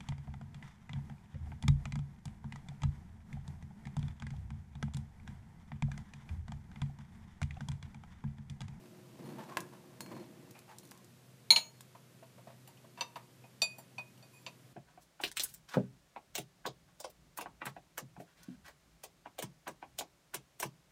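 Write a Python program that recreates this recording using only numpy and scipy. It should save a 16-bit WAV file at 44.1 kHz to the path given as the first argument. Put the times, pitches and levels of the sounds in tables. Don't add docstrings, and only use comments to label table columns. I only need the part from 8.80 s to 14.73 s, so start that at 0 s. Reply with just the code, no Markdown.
import sys
import numpy as np
from scipy import signal
from scipy.fft import rfft, irfft, next_fast_len
from scipy.io import wavfile
from scipy.ndimage import map_coordinates

SR = 44100
rng = np.random.default_rng(int(sys.argv[2]) if len(sys.argv) > 2 else 0)


def int16_out(signal):
    q = np.round(np.clip(np.atleast_2d(signal).T, -1, 1) * 32767)
    wavfile.write(sys.argv[1], SR, q.astype(np.int16))


N = 261513

TUBE_PITCHES = { "rolled": [920, 2298, 4199, 4280, 4290, 6752, 9618, 12778, 15220], "resting": [2121, 3400,
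                3700, 3935, 3981, 6274, 6638, 8972, 11980], "lifted": [981, 2492, 4625, 7286, 10322, 13690],
                "neighbour": [1828, 3602, 3885, 4387, 5825, 8400, 11290, 12900, 14420], "packed": [1005,
                1750, 2304, 2680, 3671, 4457, 4830, 5981, 7494, 9055, 11310, 13910], }
TUBE_MODES = { "rolled": [(-22.5, 0.13), (-14.5, 0.12), (-12, .06), (3, 0.087), (-24.5, 0.46),
              (-15.5, 0.28), (-15.5, 0.17), (-25, 0.19), (-40, 0.41)], "resting": [(-26, 0.21),
              (-9.5, 0.02), (-22, 0.098), (-16.5, 0.1), (-4.5, .12), (-27.5, .3), (-31, 0.24),
              (-25, 0.1816), (-42, .24)], "lifted": [(-35, 0.054), (0, 0.19), (0, 0.13), (-13, 0.16),
              (-24, 0.2), (-30, 0.12)], "neighbour": [(-20, 0.072), (-3.5, 0.068), (-17, 0.045),
              (-0.5, 0.047), (-7, .055), (-15, 0.059), (-30, 0.059), (-33, 0.06), (-33, .06)],
              "packed": [(-7.5, 0.09), (5, 0.029), (-1, 0.1), (8.5, 0.091), (-2, 0.17), (4.5, 0.041),
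              (-9, 0.18), (-6, 0.13), (-15, 0.063), (-25.5, 0.07), (-38, 0.076), (-40, 0.088)], }
# t/s, tubes, ring level/dB, brightness/(dB per octave), ring time factor,
# clack level/dB, knock level/dB
GLASS_HITS = [ (1.2053, ["rolled"], -50, 10, 1.05, -64, -44), (2.031, ["rolled"], -67, 15, 0.9, -55, -52),
              (2.7047, ["rolled", "resting"], -11.5, -0.5, 0.86, -20, -36), (2.722, ["resting"],
              -29, 0, 0.44, -22, -24), (2.7608, ["rolled"], -21, -2.5, 1.01, -12, -25), (2.77, ["resting"],
              -24, 7, 0.82, -36, -36), (3.8750, ["lifted", "neighbour"], -68, 24.5, 0.52, -47, -43),
              (3.904, ["lifted", "neighbour"], -75.5, 17, 0.6, -59, -54), (3.9720, ["lifted"],
              -76.5, -12.5, 0.65, -50.5, -69.5), (4.1745, ["packed"], -63.5, -0.5, 1.3, -60.5, -37),
              (4.2088, ["packed"], -33.5, 9.5, 0.56, -24, -24.5), (4.3575, ["packed"],
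              -52.5, 3, 0.35, -42, -28), (4.4250, ["lifted"], -70.5, 7, 1.1, -74.5, -58.5),
              (4.6390, ["lifted"], -73, -20.5, 0.42, -61, -43.5), (4.8180, ["lifted", "neighbour"],
              -26, 5, 1.2, -22.5, -27), (4.983, ["lifted", "neighbour"], -64.5, 23, 1.2, -66, -40),
              (5.1818, ["lifted"], -49.5, -18.5, 0.71, -41, -35), (5.182, ["neighbour"],
              -49.5, 5, 1.1, -54.5, -44), (5.376, ["neighbour"], -70, 18, 1.03, -56, -56.5),
              (5.4254, ["lifted", "neighbour"], -61, 3.5, 1.2, -60, -47), (5.6639, ["packed", "lifted"],
              -47.5, 0.5, 0.56, -31, -35.5), ]
# f/Hz, level/dB
CHATTER_SPECTRUM = [(100, -52), (400, -38.5), (900, -11), (1700, -15.5), (2900, -6), (4400, -4),
                    (5200, -11.5), (6700, -11), (8000, -19.5), (10000, -27), (15000, -48)]
TABLE_PITCH_UNDER = {"rolled": 910, "resting": 952.4, "lifted": 780, "neighbour": 778, "packed": 960}
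# start t/s, end t/s, tube, level/dB, brightness/(dB per octave)
GLASS_RUBS = [(0.439, 0.52, "rolled", -70, 12), (1.221, 1.474, "rolled", -68, -7.5),
              (5.525, 5.70, "lifted", -72, 22), (5.533, 5.616, "lifted", -67.5, -27.5)]
# t/s, level/dB, main tone f/Hz
TABLE_KNOCKS = [(0.582, -36, 920), (0.769, -24.5, 1050), (1.315, -34, 1010), (1.363, -40, 1002),
                (3.149, -41, 982), (3.425, -40.5, 652), (3.579, -41.5, 527), (3.671, -36.5, 664),
                (3.701, -40.5, 622), (4.042, -45.5, 638), (4.187, -34.5, 1010)]
# f/Hz, level/dB
TABLE_SPECTRUM = [(50, -39), (130, -6.5), (220, 1.5), (340, -16), (480, -9), (668, 0.5), (790, -14.5),
                  (930, 0), (1080, -6.5), (1400, -14), (1750, -12), (2300, -12.5), (6000, -23.5)]
# t/s, bright snap level/dB, dull body level/dB
HANDLING_TAPS = [(0.771, -36, 0), (0.7740, -52, -8), (0.8046, -39, -23), (1.2066, -37, -14),
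                 (1.2625, -54, -22), (1.7094, -48, -41), (1.7902, -48.5, -43), (1.9851, -42.5, -46),
                 (2.1115, -45.5, -39), (2.1173, -53, -21.5), (2.245, -54, -50), (3.0077, -43.5, -25)]
# f/Hz, width/Hz, level/dB
TAP_MODES = [(184.5, 360, -3), (570, 470, -32.5), (1090, 125, 7), (1680, 136, 6), (2080, 124, 1),
             (2680, 370, -2), (4100, 4500, -12), (6040, 1600, -30)]
# f/Hz, level/dB
SNAP_SPECTRUM = [(100, -53), (1500, -25), (4000, -1.5), (7000, 1.5), (12500, -4), (15500, -5)]
# start t/s, end t/s, level/dB
ROLL_SPANS = [(0.0, 1.72, -59.5), (0.47, 0.61, -50.5), (0.79, 0.83, -55), (1.32, 1.41, -52),
              (2.02, 2.24, -65.5)]
# f/Hz, level/dB
RUMBLE_SPECTRUM = [(35, -77), (60, -39.5), (140, 1.5), (303, -2.5), (359, 0.5), (412, -20), (472, -7),
                   (541, -12), (900, -28), (1170, -98), (1980, -120)]
# f/Hz, level/dB
SCRAPE_SPECTRUM = [(100, -45), (400, -11), (630, -2), (950, -0.5), (1400, -8.5), (1650, -7.5), (2200, -11),
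                   (4400, -18), (6500, -20.5), (15000, -27)]
# end of rise t/s, start of fade t/s, relative level/dB, main tone f/Hz
SKID_SPANS = [(0.588, 0.641, -55, 880), (0.692, 0.715, -51.5, 1070), (0.929, 0.946, -61, 996),
              (1.311, 1.31, -58.5, 1030), (1.379, 1.375, -65, 950), (1.753, 1.78, -61.5, 2500),
              (1.891, 1.917, -55, 874), (2.114, 2.183, -69, 1080)]
# f/Hz, t60/s
ROOM_DECAY = [(150, 0.6), (900, 0.38), (4000, 0.2), (9000, 0.23), (15000, .22)]
# f/Hz, level/dB
AIR_SPECTRUM = [(25, -48), (60, -28), (85, -22), (105, -9), (125, -7), (200, -9.5), (330, -18.5),
                (500, -19), (850, -25.5), (2400, -28.5), (13000, -35), (15500, -41.5)]
# f/Hz, early level/dB, late level/dB
HUM_TONES = [(126.5, -66, -66), (361, -66.5, -78), (637, -73.5, -90.5)]


def clinks():
    clack_hz, chatter_gain_db = 2880, -10
    landing_s = 0.00089
    out, t = np.zeros(N), np.arange(SR // 6) / SR
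    clack = fade(t, t60=0.0096, attack=0.00033) * np.sin(2 * np.pi * clack_hz * t)
    chatter_fade = fade(t, t60=0.0084, attack=0.0003) + 0.39 * fade(t, t60=0.099, attack=0.002)
    for s, tubes, ring_db, tilt_db, ring_scale, clack_db, knock_db in GLASS_HITS:
        chatter = noise(CHATTER_SPECTRUM, len(t)) * chatter_fade
        strength = np.hypot(amp(ring_db), amp(clack_db))
        add(out, s, amp(ring_db) * sum(ring(tube, tilt_db, ring_scale) for tube in tubes))
        add(out, s, amp(chatter_gain_db) * strength * chatter)
        add(out, s + landing_s, amp(clack_db) * clack)
        add(out, s + landing_s, amp(knock_db) * knock(TABLE_PITCH_UNDER[tubes[0]]))
    return out


def ring(tube, tilt_db, ring_scale=1, attack_s=0.0007):
    t = np.arange(SR // 3) / SR
    modes = np.zeros(len(t))
    for k, (hz, (db, t60)) in enumerate(zip(TUBE_PITCHES[tube], TUBE_MODES[tube])):
        level = amp(db + tilt_db * np.log2(hz / 4200))
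        direction = (-1) ** k
        modes += direction * level * bending(t, hz, t60 * ring_scale)
    return modes * (1 - np.exp(-t / attack_s))


def bending(t, hz, t60, split_hz=7.8):
    main = decay(t, t60) * np.sin(2 * np.pi * hz * t)
    along_table = decay(t, 1.6 * t60) * np.sin(2 * np.pi * (hz + split_hz) * t)
    return main + amp(-19) * along_table


def rubs():
    out = np.zeros(N)
    for start, end, tube, db, tilt_db in GLASS_RUBS:
        size = max(round((end - start) * SR), 1)
        slips = rng.laplace(size=size) * amp(np.linspace(0, -14, size))
        song = signal.fftconvolve(slips, ring(tube, tilt_db))
        add(out, start, amp(db) * song / np.sqrt(np.mean(song[:size] ** 2)))
    return out


def knocks():
    out = np.zeros(N)
    for s, db, centre_hz in TABLE_KNOCKS:
        add(out, s, amp(db) * knock(centre_hz))
    return out


def knock(centre_hz):
    t = np.arange(SR // 4) / SR
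    spectrum = focused(TABLE_SPECTRUM, centre_hz, db_per_octave=4)
    thud = noise(spectrum, len(t)) * fade(t, t60=0.1, attack=0.0041)
    tone = np.sin(2 * np.pi * centre_hz * t) * fade(t, t60=0.057, attack=0.0016)
    return amp(-9.5) * (thud + tone)


def taps(low_cut_hz=170):
    snaps, pushes = np.zeros(N), np.zeros(N)
    for s, snap_db, body_db in HANDLING_TAPS:
        add(snaps, s, amp(snap_db) * snap())
        add(pushes, s, amp([body_db]))
    body = lambda f: sum(amp(db) * hz * width / (hz * hz - f * f + 1j * f * width)
                         for hz, width, db in TAP_MODES)
    bass_cut = lambda f: (f / (f - 1j * low_cut_hz)) ** 2
    return snaps + filtered(pushes, lambda f: body(f) * bass_cut(f))


def ticks(start_s=1.99, end_s=2.19, per_second=30):
    out = np.zeros(N)
    for s in np.arange(start_s, end_s, 1 / per_second):
        delay = rng.random() / per_second
        add(out, s + delay, amp(-55 + 3 * rng.standard_normal()) * snap())
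    return out


def snap():
    t = np.arange(SR // 16) / SR
    shape = fade(t, t60=0.0079, attack=0.0001) + 0.21 * fade(t, t60=0.086, attack=0.001)
    return amp(1) * noise(SNAP_SPECTRUM, len(t)) * shape


def rolling():
    t = np.arange(N) / SR
    level = sum(amp(db) * swell(t, start, end, rise=0.18, t60=0.202) for start, end, db in ROLL_SPANS)
    rumble = unit(noise(RUMBLE_SPECTRUM, N) * amp(1.6 * wobble(40)))
    scrape = unit(noise(SCRAPE_SPECTRUM, N) * amp(3.3 * wobble(220)))
    return level * (rumble + amp(-10) * scrape)


def skids(rise_s=0.024, sharpness=18):
    out, t = np.zeros(N), np.arange(SR // 3) / SR
    for start, end, db, centre_hz in SKID_SPANS:
        scrape = noise(focused(SCRAPE_SPECTRUM, centre_hz, db_per_octave=1), len(t))
        table_mode = lambda hz: 1 / (1 + (sharpness * (hz / centre_hz - 1)) ** 2)
        tone = unit(filtered(rng.standard_normal(len(t)), table_mode))
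        level = amp(db - 1.5) * swell(t, rise_s, rise_s + end - start, rise_s, t60=0.2)
        add(out, start - rise_s, level * (scrape + amp(-0.5) * tone))
    grains = unit(amp(2.5 * wobble(180)))
    return out * grains


def room(x):
    hz, t, bands = signal.stft(rng.standard_normal(SR // 2), SR, nperseg=256)
    fades = fade(t, along(ROOM_DECAY, hz)[:, None], attack=0.0037)
    _, tail = signal.istft(bands * fades, SR, nperseg=256)
    return signal.fftconvolve(x, tail / np.linalg.norm(tail))[:N]


def ventilation(air_db=-62):
    t = np.arange(N) / SR
    out = amp(air_db) * noise(AIR_SPECTRUM, N)
    for hz, early_db, late_db in HUM_TONES:
        level = amp(np.interp(t, [1.6, 2.3], [early_db, late_db]) + 1.33 * wobble(3.1))
        out += level * np.sqrt(2) * np.sin(2 * np.pi * hz * t + 0.3 * wobble(12))
    return out


def focused(spectrum, centre_hz, db_per_octave):
    return [(hz, db - db_per_octave * abs(np.log2(hz / centre_hz))) for hz, db in spectrum]


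def amp(db):
    return 10 ** (np.asarray(db) / 20)


def unit(x):
    return x / np.sqrt(np.mean(x ** 2) + 1e-20)


def along(points, hz):
    freqs, values = np.transpose(points)
    return np.interp(np.log(hz + 1), np.log(freqs + 1), values)


def filtered(x, response):
    size = next_fast_len(len(x) + 8192)
    gains = response(np.fft.rfftfreq(size, 1 / SR))
    return irfft(rfft(x, size) * gains, size)[:len(x)]


def noise(spectrum, size):
    return unit(filtered(rng.standard_normal(size), lambda hz: amp(along(spectrum, hz))))


def wobble(rate):
    points = rng.standard_normal(int(N * rate / SR) + 4)
    return map_coordinates(points, [np.arange(N) * rate / SR])


def decay(t, t60):
    return np.exp(-np.log(1000) * t / t60)


def fade(t, t60, attack):
    return decay(t, t60) * (1 - np.exp(-t / attack))


def swell(t, start, end, rise, t60):
    return np.clip(1 + (t - start) / rise, 0, 1) ** 2 * decay(np.maximum(t - end, 0), t60)


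def add(track, s, sound):
    start = max(round(s * SR), 0)
    track[start:start + len(sound)] += sound[:N - start]


def scene(echo_db=-15):
    noises = ventilation() + rolling() + skids()
    contacts = clinks() + rubs() + knocks() + taps() + ticks()
    return (contacts + amp(echo_db) * room(contacts) + noises)[None]


def record(dry, top_hz=15450):
    return np.array([filtered(x, lambda hz: np.clip((top_hz - hz) / 200, 0, 1)) for x in dry])


dry = scene()
out = record(dry)
int16_out(out)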